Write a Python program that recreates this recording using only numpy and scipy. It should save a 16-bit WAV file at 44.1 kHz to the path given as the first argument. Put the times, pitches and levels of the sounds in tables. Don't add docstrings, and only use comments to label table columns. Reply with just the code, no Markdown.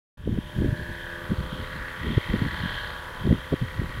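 import sys
import numpy as np
from scipy import signal
from scipy.fft import rfft, irfft
from scipy.io import wavfile
from scipy.ndimage import map_coordinates

SR = 44100
rng = np.random.default_rng(int(sys.argv[2]) if len(sys.argv) > 2 else 0)


def store_wav(level_fs):
    pcm = np.round(np.clip(np.atleast_2d(level_fs), -1, 1) * 32767)
    wavfile.write(sys.argv[1], SR, pcm.T.astype(np.int16))


N = 176400
TIME_S = np.arange(N) / SR

# (time [s], rate [cycles/s])
CYCLE_RATE = [(0, 33.1), (.5, 33.15), (.8, 33.3), (1.25, 33.33), (1.6, 33.29), (2.0, 33.41), (2.5, 33.33),
              (2.75, 33.22), (3.0, 33.15), (3.25, 33.3), (3.5, 33.51), (4, 33.52)]
BLADES_PER_CYCLE = 2.579
BLADE_CHOP_DEPTH, CRANK_SHAKE_DEPTH = .2, .35
PATH_JITTER_RMS_S, LINE_FADE_RMS_DB, FLUTTER_RMS_DB = .000025, 1.8, .8

# (time [s], level [dB])
LOWER_LEVEL = [(.2, -64), (.45, -51), (.9, -50), (1.4, -48.5), (1.9, -48), (2.57, -44), (3.15, -44),
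               (3.48, -49.5), (4, -48.5)]
MIDDLE_LEVEL = [(0.2, -63), (0.28, -60), (0.64, -54.5), (0.94, -57.5), (1.2, -46), (2.01, -44), (2.04, -46),
                (2.7, -43.5), (3.5, -48.5), (4.0, -46.5)]
RING_LEVEL = [(0.2, -61.5), (0.45, -52.5), (0.72, -43), (1.17, -40), (1.38, -54), (1.87, -41.5),
              (2.15, -53.5), (2.69, -37.5), (3.28, -51), (3.36, -57), (3.39, -47.5), (3.95, -52),
              (4.0, -45)]
UPPER_LEVEL = [(0.2, -70), (0.36, -55), (0.8, -56.5), (0.94, -50), (1.56, -52), (1.64, -45.5),
               (2.24, -40.5), (2.81, -43), (2.97, -52), (4.0, -44.5)]
TREBLE_LEVEL = [(0.2, -62), (0.32, -53), (0.51, -50.5), (0.83, -53), (1.1, -48), (1.12, -52), (1.36, -50),
                (1.55, -45), (1.83, -54.5), (2.13, -41.5), (2.45, -45.5), (2.75, -38), (3.1, -51.5),
                (3.32, -45.5), (3.83, -54), (4.0, -48.5)]
TOP_LEVEL = [(0.2, -89.5), (0.26, -76), (0.55, -64), (0.92, -57.5), (1.06, -62.5), (1.77, -51.5),
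             (1.82, -61), (2.25, -52.5), (2.83, -46), (3.03, -58), (3.81, -58), (4.0, -53.5)]
UPPER_TRIM_DB, TREBLE_TRIM_DB, TOP_TRIM_DB = 1, -1, -2

# (frequency [Hz], relative level [dB])
LOWER_COLOUR = [(300, -9.5), (500, 0.5), (720, -1), (860, 3.5), (1020, 7.5), (1200, -31)]
MIDDLE_COLOUR = [(900, -25.5), (1130, -5.5), (1280, -4), (1450, 1), (1650, -10), (2000, -40)]
RING_COLOUR = [(1200, -36.5), (1500, -17.5), (1630, 6.5), (1780, -9), (2100, -35)]
UPPER_COLOUR = [(1500, -33), (1800, -3), (1970, -0.5), (2200, -8), (2500, -17.5), (2850, -17.5),
                (3400, -24)]
TREBLE_COLOUR = [(2300, -35), (2850, -11), (3200, -0.5), (3400, -3.5), (3700, -11), (4200, -33)]
TOP_COLOUR = [(3200, -32), (3800, 9.5), (4200, 7.5), (4900, -3), (5700, -26.5), (9000, -33)]

MIDDLE_PUFFS = [(.5, .7), (.7, .5)]
RING_PUFFS = [(.48, 1.3), (.77, 1.2)]
UPPER_PUFFS = [(.2, .6), (.6, 1.1), (.7, 1.6)]
TREBLE_PUFFS = [(.2, .7), (.35, 1.4), (.8, 1.1)]
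TOP_PUFFS = [(.18, 1.3), (.66, 1.7), (.76, .5)]
PUFF_WIDTH_CYCLES, PUFF_SCATTER_RMS_DB = .055, 2.2
LOW_ROUGH, RING_ROUGH, UPPER_ROUGH, TREBLE_ROUGH = .35, .3, .4, .55

# (multiple of cycle rate, relative level [dB])
MIDDLE_LINES = [(34, -8), (36, -14)]
# (multiple of cycle rate, relative level [dB])
EXHAUST_LINES = [(45, -8.5), (47, -14.5), (48, -14.5), (49, -2.5), (51, -6), (53, -5.5), (57, -16.5),
                 (59, -20.5)]
EXHAUST_TRIM_DB = -2.5

# (multiple of blade rate, relative level [dB])
DRONE_LINES = [(2, -6), (4, -4.5), (7, -3.5)]
HUM_LINES = [(3, -13.5), (5, -11.5), (6, -3)]
BUZZ_LINES = [(13, 0.5), (14, -9), (16, -13)]
BANKING_LINES = [(10, -4), (11, -15.5), (12, -7.5)]
BUZZ_TRIM_DB = -9.5
# (time [s], level [dB])
DRONE_LEVEL = [(.2, -62), (.7, -44.5), (1.2, -46), (1.7, -52.5), (2.4, -52.5), (2.9, -54), (4, -61)]
HUM_LEVEL = [(.2, -65), (.7, -53), (1.5, -42.5), (2.0, -46), (2.6, -53), (3.2, -51), (3.6, -47.5),
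             (4, -52.5)]
BANKING_LEVEL = [(.2, -70), (1.0, -90), (1.9, -62), (2.3, -53.5), (2.8, -51.5), (3.15, -54), (3.5, -70),
                 (4, -56)]

# (time [s], half length to 1/e [s], peak [dB])
GUSTS = [(0.309, 0.07, -28), (0.651, 0.076, -24.5), (0.806, 0.033, -35), (0.902, 0.017, -35),
         (1.318, 0.021, -25), (1.412, 0.067, -34.5), (1.588, 0.069, -36), (1.785, 0.083, -38.5),
         (2.088, 0.072, -28), (2.329, 0.047, -24.5), (2.438, 0.054, -29), (2.54, 0.016, -29.5),
         (2.605, 0.054, -38), (2.724, 0.053, -38), (3.295, 0.052, -21), (3.53, 0.015, -21.5),
         (3.63, 0.022, -30), (3.819, 0.057, -31.5), (3.9, 0.012, -28), (3.975, 0.029, -34.5)]
LUMP_RATE_HZ, LUMPS_DB = 35, 2.5
BREEZE_DB, BREEZE_SWING_RMS_DB = -48, 2.5
# (band centre [Hz], level re reference gust [dB], power of gust force followed)
TURBULENCE = [(26.7, -15, 0.56), (42.5, -11, 0.6), (68, -6, 0.67), (101, -5.5, 0.9), (148, -4, 1.04),
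              (221, -8.5, 1.156), (340, -10, 1.32), (483, -20.5, 3.2)]
GUST_REFERENCE_DB = -25
# (time [s], envelope peak [dB], frequency [Hz])
THUMPS = [(.276, -17, 380), (.2935, -15, 200), (.328, -16, 150), (.376, -22, 400), (.387, -12, 200),
          (.589, -17, 170), (.621, -15, 280), (.646, -14, 300), (.662, -12, 220), (.692, -15, 110),
          (.729, -14, 120), (1.3185, -11, 190), (1.387, -19, 110), (1.409, -20, 150), (1.529, -21, 160),
          (2.1765, -8, 110), (2.18, -12, 340), (2.341, -11, 190), (2.422, -13, 140), (2.464, -20, 230),
          (2.638, -18, 160), (2.659, -19, 170), (3.274, -10, 220), (3.292, -13, 140), (3.312, -7, 160),
          (3.328, -6, 220), (3.532, -13, 450), (3.54, -11, 260), (3.624, -15, 130), (3.797, -16, 115),
          (3.818, -21, 300)]
THUMP_WIDTH_CYCLES = .33
PORT_CUT_HZ = 696

# (frequency [Hz], relative level [dB])
HISS_COLOUR = [(200, -0.5), (600, -6), (2500, 15.5), (5500, 2.5), (8500, -1), (10300, 3), (12500, 1),
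               (14500, -3.5), (15700, -4)]
# (time [s], level [dB])
HISS_LEVEL = [(.17, -64), (.34, -57), (.6, -52.5), (1.8, -52), (2.6, -50), (3.2, -52), (4, -52)]
OPENS_S, FADE_IN_S, CUTOFF_HZ = 0.1717, 0.0046, 15750


def engine(cycle):
    lower = level_gain(LOWER_LEVEL) * rattle(cycle, LOWER_COLOUR, MIDDLE_PUFFS, LOW_ROUGH)
    middle_rattle = rattle(cycle, MIDDLE_COLOUR, MIDDLE_PUFFS, LOW_ROUGH)
    middle = level_gain(MIDDLE_LEVEL) * (middle_rattle + tones(cycle, MIDDLE_LINES))
    upper = level_gain(UPPER_LEVEL, UPPER_TRIM_DB) * rattle(cycle, UPPER_COLOUR, UPPER_PUFFS, UPPER_ROUGH)
    treble_rattle = rattle(cycle, TREBLE_COLOUR, TREBLE_PUFFS, TREBLE_ROUGH)
    treble = level_gain(TREBLE_LEVEL, TREBLE_TRIM_DB) * treble_rattle
    top = level_gain(TOP_LEVEL, TOP_TRIM_DB) * rattle(cycle, TOP_COLOUR, TOP_PUFFS, TREBLE_ROUGH)
    ring_rattle = rattle(cycle, RING_COLOUR, RING_PUFFS, RING_ROUGH)
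    ring_lines = from_db(EXHAUST_TRIM_DB) * tones(cycle, EXHAUST_LINES)
    exhaust = level_gain(RING_LEVEL) * (ring_rattle + ring_lines)
    return lower + middle + upper + treble + top + exhaust


def rattle(cycle, colour, puffs, rough, points_per_cycle=1320):
    waveform = rng.standard_normal(points_per_cycle)
    repeating = map_coordinates(waveform, [cycle % 1 * points_per_cycle], order=3, mode="grid-wrap")
    source = np.sqrt(1 - rough) * repeating + np.sqrt(rough) * rng.standard_normal(N)
    return coloured(source * firings(cycle, puffs), colour) * from_db(FLUTTER_RMS_DB * drift(15))


def firings(cycle, puffs):
    bursts = 0
    for place, height in puffs:
        offset = (cycle - place + .5) % 1 - .5
        bursts = bursts + height * np.exp(-(offset / PUFF_WIDTH_CYCLES) ** 2)
    scattered = bursts * from_db(PUFF_SCATTER_RMS_DB * drift(25))
    chop = 1 + BLADE_CHOP_DEPTH * np.cos(2 * np.pi * BLADES_PER_CYCLE * cycle)
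    return (1 + scattered) * chop


def propeller(cycle):
    blade = BLADES_PER_CYCLE * cycle
    drone = level_gain(DRONE_LEVEL) * tones(blade, DRONE_LINES)
    hum = level_gain(HUM_LEVEL) * tones(blade, HUM_LINES)
    buzz = level_gain(MIDDLE_LEVEL, BUZZ_TRIM_DB) * tones(blade, BUZZ_LINES)
    banking = level_gain(BANKING_LEVEL) * tones(blade, BANKING_LINES)
    shake = 1 + CRANK_SHAKE_DEPTH * np.cos(2 * np.pi * 2 * cycle)
    return (drone + hum + buzz + banking) * shake


def tones(turns, lines):
    out = 0
    for multiple, db in lines:
        gain = np.sqrt(2) * from_db(db + LINE_FADE_RMS_DB * drift(1.77))
        out = out + gain * np.cos(2 * np.pi * (multiple * turns + rng.random()))
    return out


def buffeting():
    port = signal.butter(4, PORT_CUT_HZ, fs=SR, output="sos")
    return signal.sosfilt(port, wind() + thumps())


def wind():
    gust_power = 0
    for centre_s, half_s, db in GUSTS:
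        gust_power = gust_power + from_db(db) ** 2 * np.exp(-2 * ((TIME_S - centre_s) / half_s) ** 2)
    lumpy_power = gust_power * from_db(LUMPS_DB * np.clip(drift(LUMP_RATE_HZ), -2, 1)) ** 2
    breeze = from_db(BREEZE_DB + BREEZE_SWING_RMS_DB * drift(3.8))
    force = np.sqrt(lumpy_power + breeze ** 2) / from_db(GUST_REFERENCE_DB)
    out = 0
    for hz, db, power in TURBULENCE:
        band = signal.butter(2, [hz / 1.25, hz * 1.25], "band", fs=SR, output="sos")
        noise = rms_one(signal.sosfilt(band, rng.standard_normal(N)))
        out = out + from_db(GUST_REFERENCE_DB + db) * force ** power * noise
    return out


def thumps():
    out = 0
    for centre_s, db, hz in THUMPS:
        cycles = np.clip((TIME_S - centre_s) * hz, -20, 20)
        envelope = from_db(db) / np.cosh(cycles / THUMP_WIDTH_CYCLES)
        out = out + envelope * np.cos(2 * np.pi * (cycles + rng.random()))
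    return out


def hiss():
    return level_gain(HISS_LEVEL) * coloured(rng.standard_normal(N), HISS_COLOUR)


def from_db(db):
    return 10 ** (np.asarray(db) / 20)


def in_time(rows):
    return np.interp(TIME_S, *np.transpose(rows))


def level_gain(rows, trim_db=0):
    return from_db(in_time(rows) + trim_db)


def rms_one(x):
    return x / np.sqrt(np.mean(x ** 2) + 1e-20)


def drift(rate_hz):
    pole = np.exp(-80 * np.pi * rate_hz / SR)
    noise = rng.standard_normal(N // 40 + 2002)
    slow = signal.lfilter([1], [1, -2 * pole, pole * pole], noise)[2000:]
    return np.interp(np.arange(N) / 40, np.arange(len(slow)), rms_one(slow))


def coloured(x, colour):
    hz, db = np.transpose(colour)
    octave = np.log2(np.maximum(np.arange(N // 2 + 1) * SR / N, 1))
    outside = np.abs(octave - np.clip(octave, np.log2(hz[0]), np.log2(hz[-1])))
    gain = from_db(np.interp(octave, np.log2(hz), db) - 20 * outside)
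    return rms_one(irfft(rfft(x) * gain, N))


def scene():
    rate = in_time(CYCLE_RATE)
    cycle = 1 + np.cumsum(rate) / SR + rate * PATH_JITTER_RMS_S * drift(15)
    background = buffeting() + hiss()
    return (engine(cycle) + propeller(cycle) + background)[None]


def record(dry):
    opened = dry * np.clip((TIME_S - OPENS_S) / FADE_IN_S, 0, 1)
    low_pass = signal.ellip(12, .1, 90, CUTOFF_HZ, fs=SR, output="sos")
    return signal.sosfilt(low_pass, opened + 1e-18)


dry = scene()
out = record(dry)
store_wav(out)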